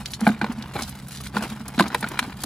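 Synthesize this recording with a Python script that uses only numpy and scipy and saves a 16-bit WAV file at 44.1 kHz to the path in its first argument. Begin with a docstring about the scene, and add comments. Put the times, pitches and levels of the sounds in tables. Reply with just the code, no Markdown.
"""Dry cane scrapes and snaps, then knocks and booms on plastic: a woven fish trap is shaken out over a
bucket, close by in an open field. Impacts excite the damped modes of the bucket's wall and bottom.
Stick-slip friction makes the weave rustle and snap, and its ribs clap against the hoops.
Behind it lie light wind and a faint low hum, like a distant engine."""
import sys
import numpy as np
from scipy import signal
from scipy.fft import rfft, irfft, next_fast_len
from scipy.io import wavfile
from scipy.ndimage import map_coordinates

SR = 44100
rng = np.random.default_rng(int(sys.argv[2]) if len(sys.argv) > 2 else 0)


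def to_wav(sig):
    """Store sig (one row per channel, or 1-D mono) as 16-bit WAV at the path in sys.argv[1].

    Samples outside -1..1 are clipped; the rate is SR.
    """
    pcm = np.clip(np.atleast_2d(sig), -1, 1) * 32767
    pcm = np.round(pcm).astype(np.int16)
    wavfile.write(sys.argv[1], SR, pcm.T)  # frames by channels


N = 108045
HIT_S = np.arange(SR // 3) / SR  # time axis of one impact
DETUNE = 0.013  # relative spread of a bucket mode's frequency between impacts


def amp(db):
    """Amplitude ratio of a level in decibels."""
    return 10 ** (np.asarray(db) / 20)


def unit(x):
    """Normalisation to rms 1."""
    return x / np.sqrt(np.mean(x ** 2) + 1e-20)


def along(points, hz):
    """Interpolation of (f/Hz, value) points on a logarithmic frequency axis."""
    f, v = np.transpose(points)
    return np.interp(np.log(hz + 1), np.log(f + 1), v)


def wobble(rate, size=N):
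    """Random modulation: a spline through `rate` Gaussian knots a second."""
    knots = rng.standard_normal(int(size * rate / SR) + 4)
    return map_coordinates(knots, [np.arange(size) * rate / SR])


def filtered(x, response):
    """Linear filtering: the spectrum is multiplied by a frequency response."""
    n = x.shape[-1]
    m = next_fast_len(n + SR // 8)
    return irfft(rfft(x, m) * response(np.fft.rfftfreq(m, 1 / SR)), m)[..., :n]


def bump(hz, centre_hz, octaves):
    """Band-pass gain, 12 dB down at `octaves` either side of the centre."""
    return 1 / (1 + (np.log2((hz + 1) / centre_hz) / octaves) ** 2) ** 2


def strike(rise, t60):
    """Envelope of a damped transient: a smooth rise, then a fall of 60 dB in t60 seconds."""
    attack = np.sin(np.pi / 2 * np.minimum(HIT_S / rise, 1)) ** 2
    return attack * np.exp(-np.log(1000) * np.maximum(HIT_S - rise, 0) / t60)


def splintered(envelope):
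    """Stick-slip modulation: a cane's tiny catches roughen the envelope and conserve its energy."""
    rough = envelope * amp(4.5 * wobble(rate=1100, size=len(envelope)))
    return unit(rough) * np.sqrt(np.mean(envelope ** 2))


def burst(response, envelope):
    """Transient noise: imposing spectrum and envelope in turn evens out chance resonances."""
    n = len(envelope)
    colour = response(np.fft.rfftfreq(n, 1 / SR))
    noise = rng.standard_normal(n) * envelope
    for _ in range(4):
        phase = np.angle(rfft(noise))
        noise = irfft(colour * np.exp(1j * phase), n) * envelope ** .3
    return unit(noise) * np.sqrt(np.mean(envelope ** 2))


def add(track, s, sound):
    """Superposition of a sound on the track, starting at s seconds."""
    part = track[max(round(s * SR), 0):][:len(sound)]
    part += sound[:len(part)]


def reflections(x, t60):
    """Diffuse reflection: convolution with decaying noise, per channel, renewed as trap and bodies move."""
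    out, step = np.zeros((2, N)), round(.08 * SR)
    padded = np.pad(x, (step, 2 * step))
    window = signal.windows.hann(2 * step, sym=False)
    for start in range(0, N, step):
        tail = rng.standard_normal((2, len(HIT_S))) * strike(0.0011, t60)
        frame = padded[start:start + 2 * step] * window
        piece = signal.fftconvolve(frame[None], tail / np.linalg.norm(tail[0]), axes=1)
        for channel in range(2):
            add(out[channel], (start - step) / SR, piece[channel, max(step - start, 0):])
    return out


def wind():
    """Turbulence: low-frequency noise whose level drifts with light gusts."""
    # wind spectrum: f/Hz, level/dB
    spectrum = [(20, -21), (33, -15), (50, 1), (70, 5), (100, 1), (170, 3.5), (250, -1), (350, -15.5),
                (600, -18), (1500, -23.5), (4000, -46.5)]
    noise = filtered(rng.standard_normal(N), lambda f: amp(along(spectrum, f)) / (1 + (f / 6000) ** 2) ** 2)
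    return unit(noise) * amp(-41.5 + .9 * wobble(6.02))


def hum():
    """A harmonic series of three low partials, wavering in amplitude and phase."""
    # partials of the hum: f/Hz, rms level/dB
    partials = [(66.5, -53.5), (133.3, -44.5), (200, -45.5)]
    t = np.arange(N) / SR
    return sum(amp(db + 1.3 * wobble(8.8)) * np.sqrt(2) * np.sin(2 * np.pi * hz * t + .25 * wobble(7.37))
               for hz, db in partials)


def friction(spectrum, rate, t60, hiss):
    """Stick-slip friction: `rate` random slips a second add in power to a steady hiss; rms 1."""
    slips = (rng.random(N) < rate / SR) * amp(5 * np.clip(rng.standard_normal(N), -2, 2))
    decay = np.exp(-np.log(1000) * HIT_S / t60)
    power = np.abs(signal.fftconvolve(slips ** 2, decay ** 2)[:N])
    grains = np.sqrt(power / power.mean() + hiss ** 2) * rng.standard_normal(N)
    return unit(filtered(grains, lambda f: amp(along(spectrum, f))))


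def sliding_weave():
    """Sliding friction: the rim scrapes in the bucket and the weave rustles; slides add in power."""
    # slides of the trap: peak t/s, half-length/s, scrape level/dB, rustle level/dB
    slides = [(0.0, 0.031, -37.5, -49), (0.089, 0.066, -46.5, -49.5), (0.263, 0.041, -34.5, -43),
              (0.285, 0.093, -37.5, -53.5), (0.451, 0.041, -36, -62), (0.521, 0.029, -41, -60),
              (0.641, 0.11, -44, -54.5), (0.761, 0.024, -36.5, -41.5), (0.805, 0.028, -31, -43),
              (0.866, 0.092, -43.5, -47), (1, 0.087, -47, -51.5), (1.141, 0.037, -70, -39.5),
              (1.209, 0.0071, -44, -38.5), (1.256, 0.033, -67, -42), (1.369, 0.026, -31.5, -40.5),
              (1.431, 0.039, -32.5, -41.5), (1.503, 0.026, -42, -40), (1.557, 0.1, -40.5, -53),
              (1.719, 0.075, -44.5, -54), (1.832, 0.087, -34.5, -46.5), (1.954, 0.029, -33.5, -55),
              (2, 0.044, -51, -46.5), (2.05, 0.036, -35, -47.5), (2.125, 0.041, -36, -49.5),
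              (2.224, 0.062, -36.5, -48), (2.301, 0.037, -43, -51), (2.429, 0.068, -42, -45.5)]
    # spectrum of the scraping rim: f/Hz, level/dB
    scrape_spectrum = [(100, -36), (250, 8.5), (400, 1.5), (550, -2), (850, 6), (1100, 2.5), (1500, 1),
                       (1900, -4), (2400, -4.5), (4000, -14), (8000, -29.5)]
    # spectrum of the flexing weave: f/Hz, level/dB
    rustle_spectrum = [(500, -8), (1500, 9.5), (2500, 5), (4000, 9), (6000, 1.5), (8500, 3), (10300, 5),
                       (12000, -4), (13700, 4), (16000, -15)]
    t = np.arange(N) / SR
    scrape_power, rustle_power = amp(-55) ** 2, amp(-60) ** 2  # floor between slides
    for s, half_length, scrape_db, rustle_db in slides:
        swell = np.exp(-((t - s) / half_length) ** 2)
        scrape_power += (amp(scrape_db) * swell) ** 2
        rustle_power += (amp(rustle_db) * swell) ** 2
    scrape = np.sqrt(scrape_power) * friction(scrape_spectrum, rate=260, t60=.04, hiss=.35)
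    rustle = np.sqrt(rustle_power) * friction(rustle_spectrum, rate=300, t60=.012, hiss=.45)
    return scrape + rustle


def cane_snaps():
    """Stick-slip release: single dry canes jump past each other with bright, splintery ticks."""
    # slips of single canes: t/s, level/dB, centre f/Hz, t60/s
    snaps = [(0.057, -27.5, 4300, 0.059), (0.105, -41, 6500, 0.094), (0.117, -38.5, 11400, 0.055),
             (0.1348, -27, 4650, 0.063), (0.207, -28.5, 7600, 0.014), (0.273, -35, 10700, 0.087),
             (0.522, -41.5, 7960, 0.044), (0.624, -33, 4200, 0.024), (0.8191, -30.5, 6260, 0.077),
             (0.831, -30.5, 5300, 0.052), (0.893, -33, 14100, 0.026), (0.9252, -39, 3500, 0.012),
             (1.0825, -35, 10900, 0.028), (1.1714, -31.5, 5600, 0.015), (1.201, -46, 5550, 0.014),
             (1.214, -37, 10000, 0.017), (1.425, -32, 6600, 0.029), (1.4749, -39.5, 3930, 0.012),
             (1.4924, -43, 4200, 0.017), (1.6801, -30.5, 9900, 0.025), (1.792, -31, 8200, 0.14),
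             (1.8802, -33.5, 7100, 0.033), (1.9449, -25, 10400, 0.019), (2.0074, -33, 11900, 0.023),
             (2.087, -27, 11900, 0.0096), (2.1903, -22.5, 7550, 0.032), (2.4178, -36, 10100, 0.026),
             (2.4362, -20.5, 9300, 0.024)]
    # spectrum of a snap: f/Hz, level/dB
    spectrum = [(500, -18), (1500, 14), (2500, 5), (4000, 9), (6000, 1), (8500, -1), (10300, 7),
                (12000, -7), (13700, 5.5), (16000, -17)]
    out = np.zeros(N)
    for s, db, centre_hz, t60 in snaps:
        envelope = splintered(strike(.02 * t60, t60))  # longer slips start more slowly
        tick = burst(lambda f: bump(f, centre_hz, octaves=1.41) * amp(along(spectrum, f)), envelope)
        add(out, s, amp(db) * tick)
    return out


def rib_clicks():
    """Impact excitation: stiff ribs clap on the hoops, giving dry noise and a brief woody modal ring."""
    # claps of the ribs: t/s, level/dB, centre f/Hz
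    clicks = [(0.346, -36.5, 1900), (0.4140, -22, 1700), (0.4428, -24.5, 1800), (0.762, -29.5, 2300),
              (1.2635, -33, 2320), (1.366, -21.5, 2100), (1.7892, -15.5, 3800), (1.795, -18, 1700),
              (1.8057, -20.5, 4450), (1.9457, -15.5, 2240), (2.0268, -24.5, 2100), (2.072, -28.5, 1900),
              (2.172, -30, 1800), (2.19, -10, 1960), (2.3226, -33, 1630)]
    # spectrum of a clap: f/Hz, level/dB
    spectrum = [(200, -32), (650, -69), (950, 0.5), (1200, -1), (1480, 5.5), (1900, 3.5), (2400, -3.5),
                (3300, -2.5), (3950, -0.5), (5500, -15), (8500, -10), (10000, -9), (16000, -28)]
    # modes of a cane: f/Hz, level/dB
    modes = [(990, 2), (1460, 4.5), (2380, 0.5), (2880, -11.5), (3930, -18)]
    out = np.zeros(N)
    envelope = strike(rise=.0016, t60=.03)
    for s, db, centre_hz in clicks:
        contact = lambda f: bump(f, centre_hz, octaves=2.2)
        clap = burst(lambda f: contact(f) * amp(along(spectrum, f)), splintered(envelope))
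        ring = sum(amp(mode_db) * contact(hz) * np.sin(2 * np.pi * (hz * HIT_S + rng.random()))
                   for hz, mode_db in modes)
        add(out, s, amp(db) * (amp(-3.5) * clap + amp(-7) * envelope * ring))
    return out


def bottom_thumps():
    """Plate vibration: the bucket's bottom booms at a pitch set by its load, then rings on faintly."""
    # blows on the bottom: t/s, f/Hz, level/dB, rise/s
    thumps = [(0.0, 212, -30, 0.0069), (0.212, 219, -11.5, 0.02), (0.2724, 215, -2.5, 0.003),
              (0.2972, 222, -8.5, 0.004), (0.416, 318, -20, 0.0018), (0.425, 213, -14.5, 0.011),
              (0.495, 237, -15.5, 0.005), (0.569, 219, -21.5, 0.021), (0.753, 127, -18, 0.0068),
              (0.809, 229, -23.5, 0.017), (1.349, 209, -16, 0.024), (1.3781, 207.5, -19.5, 0.017),
              (1.42, 216, -22, 0.0032), (1.505, 213, -23, 0.026), (1.6, 218, -23.5, 0.013),
              (1.78, 236, -11.5, 0.003), (1.8, 197.3, -8, 0.0077), (1.805, 338, -12, 0.0011),
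              (1.813, 285, -16, 0.003), (1.852, 239, -22, 0.0082), (2.027, 214, -20, 0.01),
              (2.216, 238, -24, 0.011), (2.277, 262, -26, 0.0033), (2.441, 258, -18, 0.013)]
    free_hz, cutoff_hz = 218, 105  # the small bottom radiates little below the cutoff
    out = np.zeros(N)
    for s, hz, db, rise in thumps:
        boom = strike(rise, t60=.085) * np.sin(2 * np.pi * hz * HIT_S)
        ring_hz = free_hz * (1 + DETUNE * rng.standard_normal())
        ring = strike(rise, t60=.33) * np.sin(2 * np.pi * ring_hz * HIT_S)
        add(out, s, amp(db - 2.5) * (boom + amp(-22) * ring))
    return filtered(out, lambda f: 1 - 1 / (1 + (f / cutoff_hz) ** 6))


def wall_knocks():
    """Modal response: the trap's rim rings the bucket wall, with a dull clack and a crack of cane."""
    # knocks: t/s, level/dB, contact centre f/Hz, spacing of favoured modes/Hz, crack level/dB, rise/s
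    knocks = [(0.21, -23.5, 696, 429, -43, 0.0052), (0.2655, -8, 1140, 760, -28.5, 0.004),
              (0.2725, -14.5, 735, 413, -26, 0.00345), (0.288, -16, 940, 690, -31.5, 0.0027),
              (0.413, -19, 1010, 786, -32, 0.0011), (0.4202, -24, 1260, 388, -41, 0.0009),
              (0.4424, -18.5, 760, 463, -34.5, 0.0019), (0.461, -27.5, 760, 474, -44, 0.0045),
              (0.751, -22.5, 490, 420, -39, 0.0099), (0.761, -29, 860, 800, -32.5, 0.0049),
              (1.3682, -16.5, 800, 468, -33, 0.0023), (1.406, -27.5, 1190, 850, -47, 0.00037),
              (1.7749, -36, 895, 715, -32, 0.0068), (1.795, -9.5, 1050, 723, -16.5, 0.0025),
              (1.8060, -9, 1050, 525, -21.5, 0.00082), (1.822, -28, 1320, 710, -25, 0.0027),
              (1.84, -24.5, 1210, 706, -46, 0.00074), (1.903, -30, 960, 473, -41, 0.00076),
              (1.9457, -10.5, 830, 474, -30, 0.00085), (2.0266, -18.5, 910, 444, -27.5, 0.0013),
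              (2.0413, -18.5, 1450, 734, -29.5, 0.0014), (2.227, -29, 1480, 760, -31.5, 0.00059),
              (2.439, -29, 500, 392, -28.5, 0.00031)]
    # modes of the bucket's wall and rim: f/Hz, level/dB
    modes = [(345, -3), (465, -6), (585, -6), (690, -1.5), (825, -3.5), (1030, -1), (1200, -11), (1450, -1),
             (1570, -1), (1980, -12), (2340, -14), (2900, -14), (3950, -6)]
    # spectrum of the clack on plastic: f/Hz, level/dB
    clack_spectrum = [(100, -22), (400, -12.5), (1000, -4.5), (1500, -4), (2600, -4.5), (5000, -41),
                      (16000, -11)]
    # spectrum of the crack of cane: f/Hz, level/dB
    crack_spectrum = [(200, -24), (1200, 14.5), (2500, -1), (4000, 10), (5500, -8), (8000, -18),
                      (10000, -9.5), (16000, -28)]
    out = np.zeros(N)
    for s, db, centre_hz, spacing_hz, crack_db, rise in knocks:
        # the point of impact favours evenly spaced modes
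        comb = lambda f: amp(9.5 * np.cos(2 * np.pi * f / spacing_hz))
        contact = lambda f: bump(f, centre_hz, octaves=1.26) * comb(f)
        ring = np.zeros(len(HIT_S))
        for k, (hz, mode_db) in enumerate(modes):
            scatter_db, detune, phase = rng.standard_normal(3) * (1.5, DETUNE, .6)
            gain = (-1) ** k * amp(mode_db + scatter_db) * contact(hz)
            t60 = .042 * (1000 / hz) ** .7  # plastic damps its high modes sooner
            ring += gain * strike(rise, t60) * np.sin(2 * np.pi * hz * (1 + detune) * HIT_S + phase)
        clack = burst(lambda f: amp(along(clack_spectrum, f)) * contact(f), strike(rise, t60=.026))
        crack = burst(lambda f: amp(along(crack_spectrum, f)), splintered(strike(rise, t60=.028)))
        add(out, s, amp(db) * (amp(-9) * ring + amp(-6) * clack) + amp(crack_db) * crack)
    return out


def scene():
    """Superposition of direct sound, phase-shifted between channels, near reflections and a faint tail."""
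    # phase lead of the left channel over the right: f/Hz, phase/rad
    left_lead = [(0, -1), (4500, 0.66), (6800, 0.72), (7900, 0.2), (9700, -5), (12300, -9), (16200, -22.5)]
    # sound scattered by bodies and ground: f/Hz, level/dB
    scatter = [(100, -20.5), (900, -37), (2000, -7), (5000, 3), (14000, -1.5)]
    bright = wall_knocks() + rib_clicks() + cane_snaps() + sliding_weave()
    low = bottom_thumps() + wind() + hum()
    panned = bright + low * amp([[-.5], [.5]])  # low sounds lie slightly to the right
    direct = filtered(panned, lambda f: np.exp(.5j * np.outer([1, -1], along(left_lead, f))))
    near = filtered(reflections(bright + low, t60=.028), lambda f: amp(along(scatter, f)))
    tail = amp(-19) * reflections(bright, t60=.22)
    return direct + near + tail


def record(dry):
    """Band limiting: an ideal low-pass filter at 16.2 kHz."""
    return filtered(dry, lambda f: f < 16200)


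dry = scene()
out = record(dry)
to_wav(out)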